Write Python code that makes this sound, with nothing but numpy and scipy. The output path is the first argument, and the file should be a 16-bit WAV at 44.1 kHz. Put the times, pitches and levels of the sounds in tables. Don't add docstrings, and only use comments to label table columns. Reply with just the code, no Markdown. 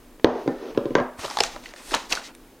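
import sys
import numpy as np
from scipy import signal
from scipy.fft import rfft, irfft, next_fast_len
from scipy.io import wavfile
from scipy.ndimage import map_coordinates

SR = 44100
rng = np.random.default_rng(int(sys.argv[2]) if len(sys.argv) > 2 else 0)


def digitize_waveform(pressure):
    field = np.atleast_2d(pressure).T
    bounded = np.clip(field, -1, 1)
    quanta = np.round(bounded * 32767).astype(np.int16)
    wavfile.write(sys.argv[1], SR, quanta)


def linear_from_db(decibels):
    return 10 ** (np.asarray(decibels, float) / 20)


N = 114660

# f/Hz, level/dB
SHEET_SPECTRUM = [(880, -6.5), (1500, -22), (1790, 7.5), (2150, 2.5), (2490, 2), (3090, 2.5), (3580, 5.5),
                  (6430, 3), (15500, -25)]
# f/Hz, level/dB
FIBRE_HISS = [(6000, -1.5), (8500, 6.5), (13000, -4), (15300, -14), (16500, -31)]


def unit(x):
    return x / np.sqrt(np.mean(x ** 2) + 1e-20)


def along(points, hz):
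    f, v = np.transpose(points)
    return np.interp(np.log(hz + 1), np.log(f + 1), v)


def curves(rows):
    s, *cols = np.transpose(rows)
    return [np.interp(np.arange(N) / SR, s, c, left=-120, right=-120) for c in cols]


def filtered(x, response):
    m = next_fast_len(x.shape[-1] + 8192)
    spectrum = rfft(x, m) * response(np.fft.rfftfreq(m, 1 / SR))
    return irfft(spectrum, m)[..., :x.shape[-1]]


def coloured(x, spectrum):
    return unit(filtered(x, lambda hz: linear_from_db(along(spectrum, hz))))


def peak(hz, width):
    return lambda f: 1j * f * width / (hz * hz - f * f + 1j * f * width)


def wobble(rate):
    values = rng.standard_normal(int(N * rate / SR) + 4)
    return map_coordinates(values, [np.arange(N) * rate / SR])


def grains(per_s, spread_db):
    size = linear_from_db(spread_db * np.minimum(rng.exponential(size=N), np.e))
    hits = (rng.random(N) < per_s / SR) * size
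    puff = linear_from_db(-60 * np.arange(256) / SR / 0.0063)
    return unit(np.convolve(hits, puff)[:N] + 7.0) * rng.standard_normal(N)


def add(track, s, sound):
    part = track[round(s * SR):][:len(sound)]
    part += sound[:len(part)]


def room(x):
    # f/Hz, T60/s
    decay_time = [(120, 0.22), (300, 0.22), (1000, 0.45), (3000, 0.34), (8000, 0.26)]
    # f/Hz, level/dB
    tail_colour = [(100, 10.5), (250, 1), (1000, 4), (1750, -2), (2100, -4), (3000, -6), (8000, -6)]
    hz, t, z = signal.stft(rng.standard_normal(SR // 2), SR, nperseg=256)
    level_db = along(tail_colour, hz)[:, None] - 60 * t / along(decay_time, hz)[:, None]
    tail = signal.istft(z * linear_from_db(level_db), SR, nperseg=256)[1]
    tail = tail * np.clip(np.arange(len(tail)) / SR / 0.0034, 0, 1) ** 2
    return signal.fftconvolve(x, tail / np.linalg.norm(tail))


def knocks():
    # t/s, panel level/dB, panel f/Hz, crack level/dB, room answer level/dB
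    blows = [(0.197, -59, 377, -37, -43), (0.2446, 5.5, 391, -1.5, -17.5), (.270, -6, 500, -23, -11),
             (.460, -18, 380, -46, -12), (0.4766, -8, 340, -19.5, -14), (0.748, -31, 300, -33.5, -7),
             (0.7753, -4, 398, -19, -17), (.815, -37, 400, -42, -4), (0.8554, -12.5, 374, -28, -13.5),
             (0.906, -15.5, 380, -36, -13.5), (0.9522, -4, 365, -6.5, -16), (.973, -17, 414, -49, -5.5),
             (.984, -11, 449, -24.5, -16), (1.0, -15, 500, -22.5, -11)]
    # f/Hz, level/dB
    crack_spectrum = [(400, -4.5), (800, -2), (1400, -8.5), (3400, -15.5), (6600, -27), (8500, -57),
                      (12000, -72)]
    # f/Hz, level/dB, T60/s
    wood_modes = [(137, 2, 0.077), (248.2, -4.5, 0.33), (340, 6.5, 0.075), (563.5, -4.5, 0.14),
                  (1027, -2, 0.057)]
    push_cycles, push_lead, push_t60 = 1.926, 0.95, 0.05
    crack_t60, crack_room_db, low_cut_hz = 0.015, -7.5, 95
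    out, t = np.zeros(N), np.arange(SR // 2) / SR
    rise = np.sin(np.pi / 2 * np.clip(t / 0.0005, 0, 1)) ** 2
    for s, db, hz, crack_db, room_db in blows:
        softness = 0.5 - min(db, 0) / 25
        window = np.abs(np.sin(np.pi * np.clip(t * hz / push_cycles, 0, 1))) ** softness
        push = -np.sin(2 * np.pi * hz * t + push_lead) * window * linear_from_db(-20 * t / push_t60)
        crack = coloured(rng.standard_normal(len(t)), crack_spectrum) * linear_from_db(-60 * t / crack_t60) * rise
        ring = np.zeros(len(t))
        for f, level, t60 in wood_modes:
            decay = linear_from_db(level + rng.normal(0, 1.05) - 60 * t / t60)
            ring += decay * np.sin(2 * np.pi * f * t + rng.uniform(0, 3.5))
        blow = linear_from_db(db) * push + linear_from_db(crack_db) * crack
        add(out, s, blow + linear_from_db(db + room_db) * ring * np.clip(t / 0.0096, 0, 1))
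        sent = (blow + linear_from_db(crack_db + crack_room_db) * crack)[:2048]
        add(out, s, linear_from_db(room_db + 5) * room(sent))
    return filtered(out, lambda f: (1j * f / (low_cut_hz + 1j * f)) ** 2)


def rattle():
    starts = [
        .246,
        .4765,
        .978,
        .9525,
        .9525,
    ]
    # f/Hz, bandwidth/Hz, level/dB, T60/s
    contents = [(780, 410, -15, 0.5), (1803, 100, -41.5, 0.64), (1652, 200, -29.5, 0.39),
                (1530, 250, -12.5, 0.049), (1020, 600, -24, 0.45)]
    out, t = np.zeros(N), np.arange(SR // 2) / SR
    for s, (hz, width, db, t60) in zip(starts, contents):
        shake = unit(filtered(rng.standard_normal(len(t)), lambda f: peak(hz, width)(f) ** 2))
        tone = np.sin(2 * np.pi * hz * t) * 2 * (width < hz / 20)
        shake = (shake + tone) / 2
        add(out, s, shake * linear_from_db(db - 60 * t / t60) * np.clip(t / 0.0032, 0, 1))
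    return out


def slide():
    # t/s, speed level/dB
    travel = [
        (.24, -119),
        (.26, -27),
        (.42, -38),
        (.45, -44),
        (.58, -45.5),
        (.63, -34.5),
        (.71, -34.5),
        (.735, -45.5),
        (.95, -48),
    ]
    # f/Hz, level/dB
    runner_spectrum = [(88, -60), (150, -31), (236, -8.5), (405, -3), (454, -2.5), (495, -8.5), (1500, -30),
                       (1950, -58), (3300, -120)]
    # f/Hz, level/dB
    scrape_spectrum = [(700, -6.5), (1200, 0.5), (3000, -4), (6500, -10.5), (7500, -34)]
    roll_per_s, scrape_db = 220, -7
    speed_db, = curves(travel)
    turns = np.cumsum(roll_per_s * linear_from_db(0.76 * wobble(29.83)) / SR)
    bumps = (1.7 + np.cos(np.pi * turns) ** 4) * rng.standard_normal(N)
    rolling = linear_from_db(speed_db) * coloured(bumps, runner_spectrum)
    scrape = linear_from_db(0.56 * speed_db - 23.0 + scrape_db) * coloured(grains(850, 1), scrape_spectrum)
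    return rolling + scrape


def burst(response, t60):
    t = np.arange(2048) / SR
    noise = unit(filtered(rng.standard_normal(len(t)), response))
    x = noise * linear_from_db(-60 * t / t60) * np.clip(t / 0.0003, 0, 1)
    return x / np.abs(x).max()


def snaps():
    # t/s, hollow f/Hz, hollow level/dB, sheet f/Hz, sheet level/dB
    creases = [(1.193, 820, -35, 1940, -39), (1.243, 308, -27.5, 2570, -34),
               (1.246, 1010, -23.5, 1770, -32.5), (1.250, 595, -22, 2730, -27),
               (1.26, 1190, -34, 4530, -29.5), (1.3, 1030, -29, 5160, -28), (1.31, 880, -26, 2980, -28),
               (1.371, 1100, -20, 3700, -20), (1.387, 1500, -23, 4800, -19), (1.404, 1740, -21, 4320, -12),
               (1.4058, 577, -15, 2890, -11.5), (1.436, 1210, -22.5, 6130, -12),
               (1.437, 2000, -30, 3600, -18.5), (1.448, 774, -43, 4000, -27),
               (1.562, 783, -28, 1870, -35.5), (1.639, 668, -48, 2150, -40),
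               (1.658, 2100, -28.5, 4040, -38.5), (1.69, 2000, -55, 4500, -39),
               (1.7377, 510, -36, 1510, -34), (1.762, 1800, -40, 5200, -37.5), (1.91, 1600, -28, 2800, -33),
               (1.918, 340, -25, 1500, -26.5), (1.922, 710, -28, 2400, -29), (1.926, 506, -30.5, 1200, -48),
               (1.935, 1200, -22, 3210, -33), (1.9408, 1800, -19.5, 2800, -15.5),
               (1.9458, 880, -17.5, 4040, -15), (1.949, 860, -25.5, 6700, -16.5),
               (1.954, 790, -28.5, 2500, -24), (1.967, 990, -41, 3000, -27),
               (2.096, 2300, -38, 4400, -34.5), (2.118, 343, -36, 4130, -32),
               (2.1218, 3480, -20.5, 5700, -20), (2.125, 630, -31.5, 4600, -11.5),
               (2.1298, 3520, -25, 6240, -14.5), (2.1523, 3930, -35, 5260, -18.5),
               (2.16, 714, -35, 5200, -27), (2.168, 1500, -36, 3000, -34), (2.35, 1960, -52, 9000, -37.5)]
    body_t60, body_q, sheet_t60, sheet_q = 0.031, 2.14, 0.011, 3.2
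    wide_db, strike_db, tick_db, top_hz = -10.5, -1.5, -16.5, 8600
    room_db, body_room_db = -10, -6
    out = np.zeros(N)
    for s, body_hz, body_db, sheet_hz, sheet_db in creases:
        def hollow(f):
            return peak(body_hz, body_hz / body_q)(f) ** 2

        def stiff(f):
            resonance = peak(sheet_hz, sheet_hz / sheet_q)(f) ** 2
            return (resonance + linear_from_db(wide_db + along(SHEET_SPECTRUM, f))) / (1 + (f / top_hz) ** 4)

        def click(f):
            return peak(sheet_hz, sheet_hz)(f) ** 2 / (1 + 1j * f / top_hz) ** 2

        body = linear_from_db(body_db + 1.5) * burst(hollow, body_t60)
        sheet = burst(stiff, sheet_t60)
        strike = filtered(np.arange(2048) == 0, click)
        strike = linear_from_db(strike_db) * strike / np.abs(strike).max()
        tick = linear_from_db(tick_db) * burst(lambda f: linear_from_db(along(FIBRE_HISS, f)), sheet_t60 / 2)
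        sheet = linear_from_db(sheet_db + 3.5) * (sheet + strike + tick)
        add(out, s, body + sheet)
        add(out, s, linear_from_db(room_db) * room(linear_from_db(body_room_db) * body + sheet))
    return out


def rustle():
    # t/s, effort level/dB, dull part level/dB, fine hiss level/dB
    handling = [(1.17, -74, 18, 9), (1.195, -42, 4.5, -4.5), (1.30, -42, -1, -8), (1.355, -44, -1, -4.5),
                (1.44, -36.5, -17, -21), (1.53, -47, 3, -54), (1.62, -59, -5, -15), (1.635, -50, -0.5, -13),
                (1.71, -49, 1, -13), (1.725, -61, 16, -10), (1.76, -55, -2, -5), (1.895, -43.5, -7.5, -2.5),
                (1.945, -35.5, -3, -15), (2.04, -47.5, -3, -17), (2.085, -57, 2, -6),
                (2.105, -37.5, -8.5, -5.5), (2.17, -41.5, 6.5, -9.5), (2.25, -49, -3, -17),
                (2.28, -46.5, -1, -14), (2.32, -66.5, 8.5, -6)]
    # f/Hz, level/dB
    bulk_spectrum = [(60, -40), (130, -28), (200, 2), (869, 5.5), (1540, 3.5), (1670, -2), (2320, -1),
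                     (2500, 0), (3250, -3.5), (5500, -120)]
    effort_db, dull_db, fine_db = curves(handling)
    crinkles = grains(1500, -1.5)
    sheet = linear_from_db(2.4 * wobble(40.12)) * coloured(crinkles, SHEET_SPECTRUM)
    bulk = linear_from_db(dull_db + 4.77 * wobble(35.28)) * coloured(grains(300, 2.5), bulk_spectrum)
    fine = linear_from_db(fine_db + wobble(29.0)) * coloured(rng.standard_normal(N), FIBRE_HISS)
    return linear_from_db(effort_db) * (sheet + bulk + fine)


def rings():
    # t/s, f/Hz, level/dB, T60/s
    spots = [(.2445, 764, -16.5, 0.026), (.9528, 1031, -17.5, 0.07), (.9528, 1565, -15.5, 0.046),
             (0.2444, 187, -8, 0.035), (1.012, 249, -23.5, 0.21), (.982, 1617, -27, .3),
             (1.188, 89, -36, 0.073), (1.248, 112, -41, 0.09), (1.407, 395, -20.5, 0.051),
             (1.2815, 1170, -20, .012), (1.3703, 840, -14.5, 0.032), (1.3872, 770, -15, 0.023),
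             (1.3872, 3470, -17, 0.014), (1.4042, 829, -11, 0.027), (1.4042, 5160, -6, 0.016),
             (1.4355, 3414, -19, 0.023), (1.9418, 934, -7, 0.016), (1.942, 1730, -23.5, 0.071),
             (2.1248, 2680, -4.5, 0.009), (2.1735, 1450, -19.5, 0.028)]
    rise_s, room_db = 0.00059, -17.5
    out, t = np.zeros(N), np.arange(8192) / SR
    for s, hz, db, t60 in spots:
        tone = linear_from_db(db - 60 * t / t60) * np.sin(2 * np.pi * hz * t) * np.clip(t / rise_s, 0, 1)
        add(out, s, tone)
        add(out, s, linear_from_db(room_db) * room(tone))
    return out


def draughts():
    # t/s, level/dB, half length/s
    gusts = [
        (0.064, -52, 0.055),
        (0.804, -50, .1),
        (1.0, -50, 0.09),
        (1.516, -47, 0.093),
        (1.927, -39, .04),
        (2.14, -52.5, 0.045),
        (2.3, -63, 0.036),
    ]
    # f/Hz, level/dB
    rumble_spectrum = [(12, -21), (25, 12), (45, -12), (90, -39), (200, -67)]
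    t = np.arange(N) / SR
    swell = sum(linear_from_db(db) * np.exp(-((t - s) / half) ** 2) for s, db, half in gusts)
    return swell * coloured(rng.standard_normal(N), rumble_spectrum)


def air():
    # f/Hz, level/dB
    noise_spectrum = [(12, -46), (20, -2), (39, -14.5), (58, -23), (216, -21.5), (248, -10.5), (499, -23),
                      (4670, -38.5), (16000, -41)]
    # f/Hz, bandwidth/Hz
    cabinet = [(250, 3.9), (345, 4.4), (455, 88)]
    noise_db, hum_db = -50.5, -61
    hum = sum(unit(filtered(rng.standard_normal(N), peak(hz, width))) for hz, width in cabinet)
    noise = coloured(rng.standard_normal(N), noise_spectrum)
    return linear_from_db(noise_db + 1.2 * wobble(8.1)) * noise + linear_from_db(hum_db + 0.28 * wobble(5.1)) * hum


def scene():
    # f/Hz, level/dB
    side_level = [(40, -28), (150, -38), (300, -53), (700, -40), (2400, -27), (6000, -26), (12000, -20.5)]
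    # f/Hz, level/dB
    side_hiss = [(30, -4), (200, -2.5), (2000, -8.5), (15000, -13.5), (16000, -41)]
    drawer = knocks() + rattle() + slide()
    bag = snaps() + rustle()
    mid = drawer + bag + rings() + draughts() + air()
    side = filtered(mid, lambda hz: 1j * linear_from_db(along(side_level, hz)))
    side = side + linear_from_db(-68) * coloured(rng.standard_normal(N), side_hiss)
    low = filtered(side, lambda hz: 1 / (1 + (hz / 1500) ** 2))
    side = side + low * (np.clip(3 * wobble(16) + 1, 0, 2) - 1)
    return np.array([mid + side, mid - side])


def roll_off(x):
    return signal.sosfilt(signal.butter(12, 16650, fs=SR, output="sos"), x)


def record(dry):
    notch_hz, notch_width_hz, top_hz = 5870, 64.6, 15900
    duck_from_db, duck_share, duck_s = -19.5, 0.87, 0.052
    x = filtered(dry, lambda f: 1 - peak(notch_hz, notch_width_hz)(f))
    pace = 1 / (duck_s * SR)
    power = signal.lfilter([pace], [1, pace - 1], np.mean(x ** 2, axis=0))
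    excess_db = np.maximum(10 * np.log10(power + 1e-12) - duck_from_db, 0)
    x = x * linear_from_db(-duck_share * excess_db)
    clipped = x / (1 + np.abs(x) ** 16) ** (1 / 16)
    mix = filtered(clipped, lambda f: linear_from_db(-30 * np.clip((f - top_hz) / 400, 0, 1) - 120 * (f > 16650)))
    return roll_off(mix)


dry = scene()
out = record(dry)
digitize_waveform(out)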